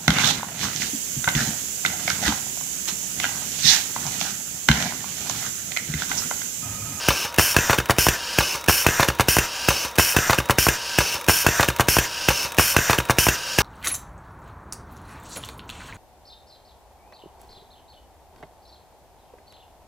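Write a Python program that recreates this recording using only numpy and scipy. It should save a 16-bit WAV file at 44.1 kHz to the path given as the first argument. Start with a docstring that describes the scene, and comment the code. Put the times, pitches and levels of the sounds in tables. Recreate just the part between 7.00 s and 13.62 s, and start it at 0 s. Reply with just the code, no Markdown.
"""A steady faint rush and whine come first and persist: filtered noise and wavering sines.
A small pneumatic cigarette-tube filler, close to a mono microphone, repeats a cycle every 1.3 s.
Feed and return air (shaped noise) opens the excerpt; valves snap, the slide rattles on its rails and
paper tubes tick in the hopper (noise bursts, most of them exciting damped modes).
Then cylinders vent in blasts, pistons slam into their stops and rebound, and pushing air follows."""
import sys
import numpy as np
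from scipy import signal
from scipy.fft import rfft, irfft, next_fast_len
from scipy.io import wavfile
from scipy.ndimage import uniform_filter1d

SR = 44100
rng = np.random.default_rng(int(sys.argv[2]) if len(sys.argv) > 2 else 0)


def bounce(signal):
    """Save signal as a 16-bit WAV file at the path given by the first command-line argument."""
    frames = np.transpose(np.atleast_2d(signal))
    limited = np.clip(frames, -1, 1)
    pcm = np.round(limited * 32767).astype(np.int16)
    wavfile.write(sys.argv[1], SR, pcm)


N = 291942

CYCLE_S = 1.30007
CYCLE_STARTS_S = np.arange(-1, 5) * CYCLE_S  # event times below are those of one cycle
BLOW_SIZE = 8192  # samples
BLOW_S = 0.01  # a blow's level is its energy spread over this time
EDGE_HZ = 15800  # upper band limit

# Idling machine, noise density before scaling: f/Hz, level/dB per Hz
IDLE_SPECTRUM = [(24, -41), (40, -20), (68, 1.5), (105, -11.5), (402, -9), (529, 0), (790, -7), (965, 0),
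                 (1070, -5.5), (1300, -2), (3060, -21), (3830, -5), (4130, -25), (12100, -32), (16000, -20)]
# Motor lines, before the common whine gain: f/Hz, level/dB
WHINE_LINES = [(947.5, -43.5), (1324, -64), (3817, -52.5)]
# Air flows: opening t/s, closing t/s, level/dB, sag/dB per s (negative: swells), dying time/s
FEED_FLOWS = [(1.13, 1.385, -33.5, -24, 0.006)]
RETURN_FLOWS = [(1.387, 1.545, -24, 11, 0.038)]
BLAST_FLOWS = [(.386, .525, -17.5, 29, 0.031), (.985, 1.068, -17, 47, 0.017)]
PUSH_FLOWS = [(.567, .725, -23.5, 5.1, 0.047), (1.087, 1.155, -25.5, 13, 0.017)]
# Hiss of each port, relative density: f/Hz, level/dB per Hz
FEED_HISS = [(150, -8), (400, -10.5), (1200, -3), (2500, -12), (4000, -4), (6500, -0.5), (8500, -10.5),
             (11000, -28.5), (14000, -8.5), (15700, -19)]
RETURN_HISS = [(150, -10), (400, -2), (1200, -2), (2500, -10.5), (4000, -0.5), (6500, -13.5), (8500, -3.5),
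               (11000, -5), (14000, -15.5), (15700, -10)]
BLAST_HISS = [(150, -3), (400, -10.5), (1200, 1), (2500, -2.5), (4000, -14.5), (6500, 1), (8500, -1),
              (11000, -4), (14000, 0.5), (15700, -1)]
PUSH_HISS = [(150, -3.5), (400, -7.5), (1200, -1), (2500, 0), (4000, -9), (6500, -16.5), (8500, -13),
             (11000, -14), (14000, -6.5), (15700, -19)]
# Resonances of each port, and of the frame under every flow: f/Hz, half width/Hz, lift/dB
FEED_PEAKS = [(1590, 154, 12.8), (2696, 620, 16.4), (4980, 750, 7.9), (9640, 460, 18.5), (11100, 350, 10),
              (11620, 330, 9.9)]
RETURN_PEAKS = [(1570, 200, 9.5), (2700, 630, 17.6), (4600, 130, 13), (5266, 240, 17.4), (6100, 580, 19.9),
                (7030, 270, 12.4), (12200, 400, 9.5), (14300, 560, 11)]
BLAST_PEAKS = [(1590, 160, 8.8), (2880, 620, 18.5), (3660, 43, 14), (4370, 460, 15), (5410, 410, 19.4),
               (6150, 270, 11.5), (7030, 220, 10), (9500, 540, 12.7), (12370, 970, 8.4)]
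PUSH_PEAKS = [(1650, 286, 10.1), (4500, 85, 11), (5790, 790, 17.1), (7000, 700, 14.8), (8550, 330, 11.8),
              (13500, 120, 5.6), (14620, 380, 4.5)]
FRAME_PEAKS = [(537, 64, 1.5), (970, 14, 1)]
# Valves switching: t/s, thud level/dB, thud hardness f/Hz, ring level/dB, tick level/dB,
# contact time/s, armature click level/dB
VALVE_BLOWS = [(0.3838, -13, 706, -17, -17, 0.0036, -28.5), (0.5648, -18.5, 524, -16.5, -37, 0.0029, -46),
               (0.5866, -19, 510, -22, -27, 0.002, -40), (0.785, -17, 550, -20.5, -22, 0.0025, -28),
               (.9840, -15, 700, -20.5, -17, 0.0031, -35), (1.0849, -15.5, 636, -19, -16, 0.0064, -36),
               (1.3853, -13.5, 775, -16, -16, .004, -30)]
# Slide and clamp rattling on their way, and valves chattering just after they switch: t/s, thud level/dB, #
# thud hardness f/Hz, ring level/dB, tick level/dB, contact time/s
RATTLES = [(.5440, -40, 500, -24.5, -48, .014), (.7290, -48, 401, -14, -56, 0.0039),
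           (0.743, -45, 396.6, -24.5, -28, 0.012), (.8005, -31, 398.8, -24, -36.5, 0.0038),
           (1.404, -27.5, 197, -17, -42, 0.0088), (1.5480, -36.5, 300, -26, -53, 0.019)]
# Paper tubes shifting, before the common gain and scatter: t/s, level/dB
TUBE_TOUCHES = [(.252, -22), (.318, -25), (.341, -23), (0.364, -25.5), (0.853, -25.5), (.967, -27)]
# Pistons reaching their stops: t/s, thud level/dB, thud hardness f/Hz, ring level/dB, tick level/dB,
# contact time/s, rebound level/dB
STOP_BLOWS = [(.3950, -13.5, 1520, -20, -20, .0032, -20.5), (0.5645, -18, 1630, -18, -18.5, .0015, -27.5),
              (0.6966, -13, 1410, -16, -36, 0.0047, -14), (0.8966, -12, 1470, -18, -24, .0054, -11.5),
              (1.0669, -15, 1280, -20, -23.5, 0.0014, -23)]
# Modes of each struck part, relative levels: f/Hz, width/Hz, level/dB
VALVE_MODES = [(540, 31, -35), (1100, 26, -41), (1606, 93, 16), (1860, 290, -34), (2650, 100, 10),
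               (2620, 160, 9.5)]
RAIL_MODES = [(318, 23, -27), (447, 14, -15), (556, 49, 5), (857, 60, 2), (970, 90, 5.5), (1149, 65, 4),
              (1374, 58, 1), (1655, 43, -3.5), (2134, 32, -6), (2460, 380, -1), (3575, 62, -2.5),
              (4210, 60, -7)]
STOP_MODES = [(689, 18, 1.5), (1067, 50, 6.5), (1390, 190, 3), (1543, 61, 4), (1870, 77, 1),
              (2400, 180, -16)]
BENCH_MODES = [(57, 16, 4.5), (65.6, 21, 3), (83, 26, -11), (123.4, 6.8, 0.5)]
# Relative spectrum of the frame's thud: f/Hz, level/dB
THUD_SPECTRUM = [(20, -37), (40, -11.5), (60, -2.5), (110, 1), (160, 1), (230, -9), (305, 0.5), (450, -4.5),
                 (600, -7), (1000, 0), (1600, -5.5)]
# Relative spectrum of a light tick: f/Hz, level/dB
TICK_SPECTRUM = [(500, -22), (1800, 5.5), (3000, 7.5), (3900, -9.5), (5700, 6), (8000, -0.5), (9800, 1.5),
                 (11500, -1.5), (16000, 1.5)]
# Reverberation of the workroom: f/Hz, t60/s
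ROOM_T60 = [(100, 0.25), (500, 0.39), (1500, 0.45), (5000, 0.49), (14000, 0.29)]

# An armature clicks just before its valve; thud and ring are relative to the click
ARMATURE_LEAD_S, ARMATURE_CONTACT_S, ARMATURE_HARD_HZ = 0.0058, 0.0019, 400
ARMATURE_THUD_DB, ARMATURE_RING_DB = -7, -6
# A piston nudges its stop just before the blow and rebounds just after it
NUDGE_LEAD_S, NUDGE_DB, NUDGE_HARD_HZ = 0.0099, -16.5, 450  # level relative to the rebound
REBOUND_LAG_S, REBOUND_HARD_HZ = 0.0092, 320
# Shared by nudge and rebound; levels relative to each touch
BOUNCE_THUD_DB, BOUNCE_RING_DB, BOUNCE_TICK_DB, BOUNCE_CONTACT_S = -12, -6.5, -7.5, 0.0075
TUBE_SCATTER_S, TUBE_SPREAD_DB = 0.005, 2.5


def amp(db):
    """Level definition: amplitude gain = 10^(dB / 20)."""
    return 10 ** (np.asarray(db) / 20)


def unit(x):
    """Power normalization: scales a signal to rms 1."""
    return x / np.sqrt(np.mean(x ** 2) + 1e-20)


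def unit_blow(x):
    """Energy normalization: scales a short sound to a 0 dB blow."""
    return x * np.sqrt(BLOW_S * SR / (np.sum(x ** 2) + 1e-20))


def read(points, hz):
    """Logarithmic pitch scale: interpolates a table along log frequency."""
    f, value = np.transpose(points)
    return np.interp(np.log(hz + 1), np.log(f + 1), value)


def add(mix, s, sound):
    """Superposition: adds a sound at time s, cutting what falls outside."""
    start = round(s * SR)
    sound = sound[max(-start, 0):]
    part = mix[max(start, 0):][:len(sound)]
    part += sound[:len(part)]


def colour(x, spectrum, peaks=()):
    """Linear filtering: multiplies the spectrum by a response lifted at its resonances."""
    size = next_fast_len(len(x))
    hz = np.fft.rfftfreq(size, 1 / SR)
    db = read(spectrum, hz)
    for f, half_width, lift in peaks:
        db = db + lift * np.exp(-((hz - f) / half_width) ** 2)
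    return irfft(rfft(x, size) * amp(db), size)[:len(x)]


def idle(noise_db=-39, whine_db=-1, waver_hz=6):
    """Frequency modulation: motor lines waver by slow noise over a steady broadband rush."""
    t = np.arange(N) / SR
    whine = np.zeros(N)
    for hz, db in WHINE_LINES:
        drift_hz = waver_hz * unit(uniform_filter1d(rng.standard_normal(N), size=1500))
        turns = hz * t + np.cumsum(drift_hz) / SR
        whine += amp(db) * np.sqrt(2) * np.sin(2 * np.pi * turns)
    rush = unit(colour(rng.standard_normal(N), IDLE_SPECTRUM))
    return amp(noise_db) * rush + amp(whine_db) * whine


def echoes(t60s, length_s):
    """Reverberation: sparse reflections of random sign, decaying at each band's t60; energy 1."""
    size = int(length_s * SR)
    taps = rng.choice([-1., 1.], size) * (rng.random(size) < 1 / 10)
    hz, t, bands = signal.stft(taps, SR, nperseg=256)
    decay = amp(-60 * t / read(t60s, hz)[:, None])
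    tail = signal.istft(bands * decay, SR, nperseg=256)[1]
    return tail / np.linalg.norm(tail)


def air(rows, hiss, peaks, flutter):
    """Jet noise: a gated turbulent flow excites its port and bounces between nearby plates."""
    flow, t = np.zeros(N), np.arange(SR // 2) / SR
    for opens, closes, db, sag, dying_s in rows:
        opening = 1 - np.exp(-t / 0.00057)
        closing = np.exp(-np.maximum(t - (closes - opens), 0) / dying_s)
        for start in CYCLE_STARTS_S:
            add(flow, start + opens, amp(db - sag * t) * opening * closing)
    jet = colour(rng.standard_normal(N), hiss, [*peaks, *FRAME_PEAKS])
    jet += 0.55 * signal.oaconvolve(jet, echoes([(1, 0.12)], 0.06))[:N]  # plates: t60 0.12 s
    turbulence = unit(uniform_filter1d(rng.standard_normal(N), size=100))
    return flow * unit(jet) * (1 + flutter * turbulence)


def feed_air():
    """Jet noise of the feed: its level swells while the port is open."""
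    return air(FEED_FLOWS, FEED_HISS, FEED_PEAKS, flutter=0.11)


def return_air():
    """Jet noise of the return: its level sags as the cylinder empties."""
    return air(RETURN_FLOWS, RETURN_HISS, RETURN_PEAKS, flutter=0.14)


def ring(x, modes):
    """Modal superposition: drives damped resonances, each with its share of the blow's energy."""
    total = np.zeros(len(x))
    for hz, width, db in modes:
        b, a = signal.iirpeak(hz, hz / width, SR)
        total += amp(db) * unit_blow(signal.lfilter(b, a, x))
    return unit_blow(total)


def thud(hard_hz, lag_turns=0.693, bench_db=-14):
    """Dispersion of bending waves: highs arrive first, the bass trails and rocks the bench."""
    hz = np.fft.rfftfreq(BLOW_SIZE, 1 / SR) + 1
    gain = amp(read(THUD_SPECTRUM, hz)) / np.hypot(1, (hz / hard_hz) ** 4)
    # This phase delays each frequency by lag_turns / f
    wave = irfft(gain * np.exp(-2j * np.pi * lag_turns * np.log(hz)))
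    wave = unit_blow(wave * signal.windows.hann(2 * BLOW_SIZE)[BLOW_SIZE:])
    return unit_blow(wave + amp(bench_db) * ring(wave, BENCH_MODES))


def blows(rows, modes, alike, tick_s, rise_s, play_s, vary_db=0.3):
    """Impact excitation: a thud, a crunch of contacts ringing the part, and a tick."""
    out, t = np.zeros(N), np.arange(BLOW_SIZE) / SR
    rise = 1 - np.exp(-t / rise_s)
    for s, thud_db, hard_hz, ring_db, tick_db, contact_s, *_ in rows:
        body = amp(thud_db) * thud(hard_hz)
        habit = rng.standard_normal(BLOW_SIZE)  # the part of the crunch shared by every cycle
        for start in CYCLE_STARTS_S:
            crunch = np.sqrt(alike) * habit + np.sqrt(1 - alike) * rng.standard_normal(BLOW_SIZE)
            clank = ring(crunch * rise * np.exp(-t / contact_s), modes)
            tick = unit_blow(colour(crunch, TICK_SPECTRUM) * rise * np.exp(-t / tick_s))
            force = amp(vary_db * rng.standard_normal())
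            slack_s = play_s * rng.standard_normal()  # loose parts land a little early or late
            sound = body + force * (amp(ring_db) * clank + amp(tick_db) * tick)
            add(out, start + s + slack_s, sound)
    return out


def armature_clicks():
    """Light impact: an armature click announces every valve and rings the rail modes."""
    rows = []
    for s, *_, click_db in VALVE_BLOWS:
        rows.append((s - ARMATURE_LEAD_S, click_db + ARMATURE_THUD_DB, ARMATURE_HARD_HZ,
                     click_db + ARMATURE_RING_DB, click_db, ARMATURE_CONTACT_S))
    return blows(rows, RAIL_MODES, alike=0.47, tick_s=0.0089, rise_s=0.00059, play_s=0.0002)


def valve_snaps():
    """Impact excitation of the valve modes by each switching valve."""
    return blows(VALVE_BLOWS, VALVE_MODES, alike=0.5, tick_s=0.0082, rise_s=0.00027, play_s=0.00005)


def loose_contacts(rows):
    """Irregular contact: loose parts ring the rails, little alike from cycle to cycle."""
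    return blows(rows, RAIL_MODES, alike=0.13, tick_s=0.0071, rise_s=0.00042, play_s=0.0005)


def rattles():
    """Irregular contact of the slide and clamp on their way, and of valves chattering just after switching."""
    return loose_contacts(RATTLES)


def tubes(gain_db=-11, decay_s=0.0042, body_db=-5):
    """Random light impacts: paper tubes settle at the same points, never quite alike."""
    out, t = np.zeros(N), np.arange(BLOW_SIZE) / SR
    for start in CYCLE_STARTS_S:
        for s, db in TUBE_TOUCHES:
            late, force = rng.standard_normal(2)
            touch = rng.standard_normal(BLOW_SIZE) * np.exp(-t / decay_s)
            tick = unit_blow(colour(touch, TICK_SPECTRUM) * (t < 1 / 20))
            sound = tick + amp(body_db) * ring(touch, RAIL_MODES)
            level_db = db + gain_db + TUBE_SPREAD_DB * force
            add(out, start + s + TUBE_SCATTER_S * late, amp(level_db) * sound)
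    return out


def stop_bounces():
    """Restitution: a faint nudge takes up the slack before each stop, a louder rebound follows it."""
    touches = [(-NUDGE_LEAD_S, NUDGE_DB, NUDGE_HARD_HZ), (REBOUND_LAG_S, 0, REBOUND_HARD_HZ)]
    rows = []
    for s, *_, rebound_db in STOP_BLOWS:
        for offset_s, touch_db, hard_hz in touches:
            db = rebound_db + touch_db
            rows.append((s + offset_s, db + BOUNCE_THUD_DB, hard_hz,
                         db + BOUNCE_RING_DB, db + BOUNCE_TICK_DB, BOUNCE_CONTACT_S))
    return loose_contacts(rows)


def blast_air():
    """Jet noise of the vents: loud blasts sag steeply as the cylinders empty."""
    return air(BLAST_FLOWS, BLAST_HISS, BLAST_PEAKS, flutter=0.13)


def stop_slams():
    """Impact excitation of the stop modes by the arriving pistons."""
    return blows(STOP_BLOWS, STOP_MODES, alike=0.4, tick_s=0.0047, rise_s=0.00087, play_s=0.00005)


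def push_air():
    """Jet noise of the push: a gently sagging flow with little flutter."""
    return air(PUSH_FLOWS, PUSH_HISS, PUSH_PEAKS, flutter=0.029)


def scene(room_db=-14):
    """Superposition of direct sound and reverberation: only the knocks excite the small workroom."""
    background = idle()
    hiss = feed_air() + return_air() + blast_air() + push_air()
    knocks = armature_clicks() + valve_snaps() + rattles() + tubes()
    knocks += stop_bounces() + stop_slams()
    room = signal.oaconvolve(knocks, echoes(ROOM_T60, 1 / 2))[:N]
    mono = knocks + hiss + amp(room_db) * room + background
    return np.array([mono, mono])


def record(dry):
    """Saturation and band limiting: peaks round off at full scale, then a low-pass follows."""
    rounded = dry / (1 + dry ** 6) ** (1 / 6)
    low_pass = signal.firwin(401, EDGE_HZ, window=("kaiser", 9), fs=SR)
    return signal.oaconvolve(rounded, low_pass[None], "same")


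dry = scene()
out = record(dry)
bounce(out)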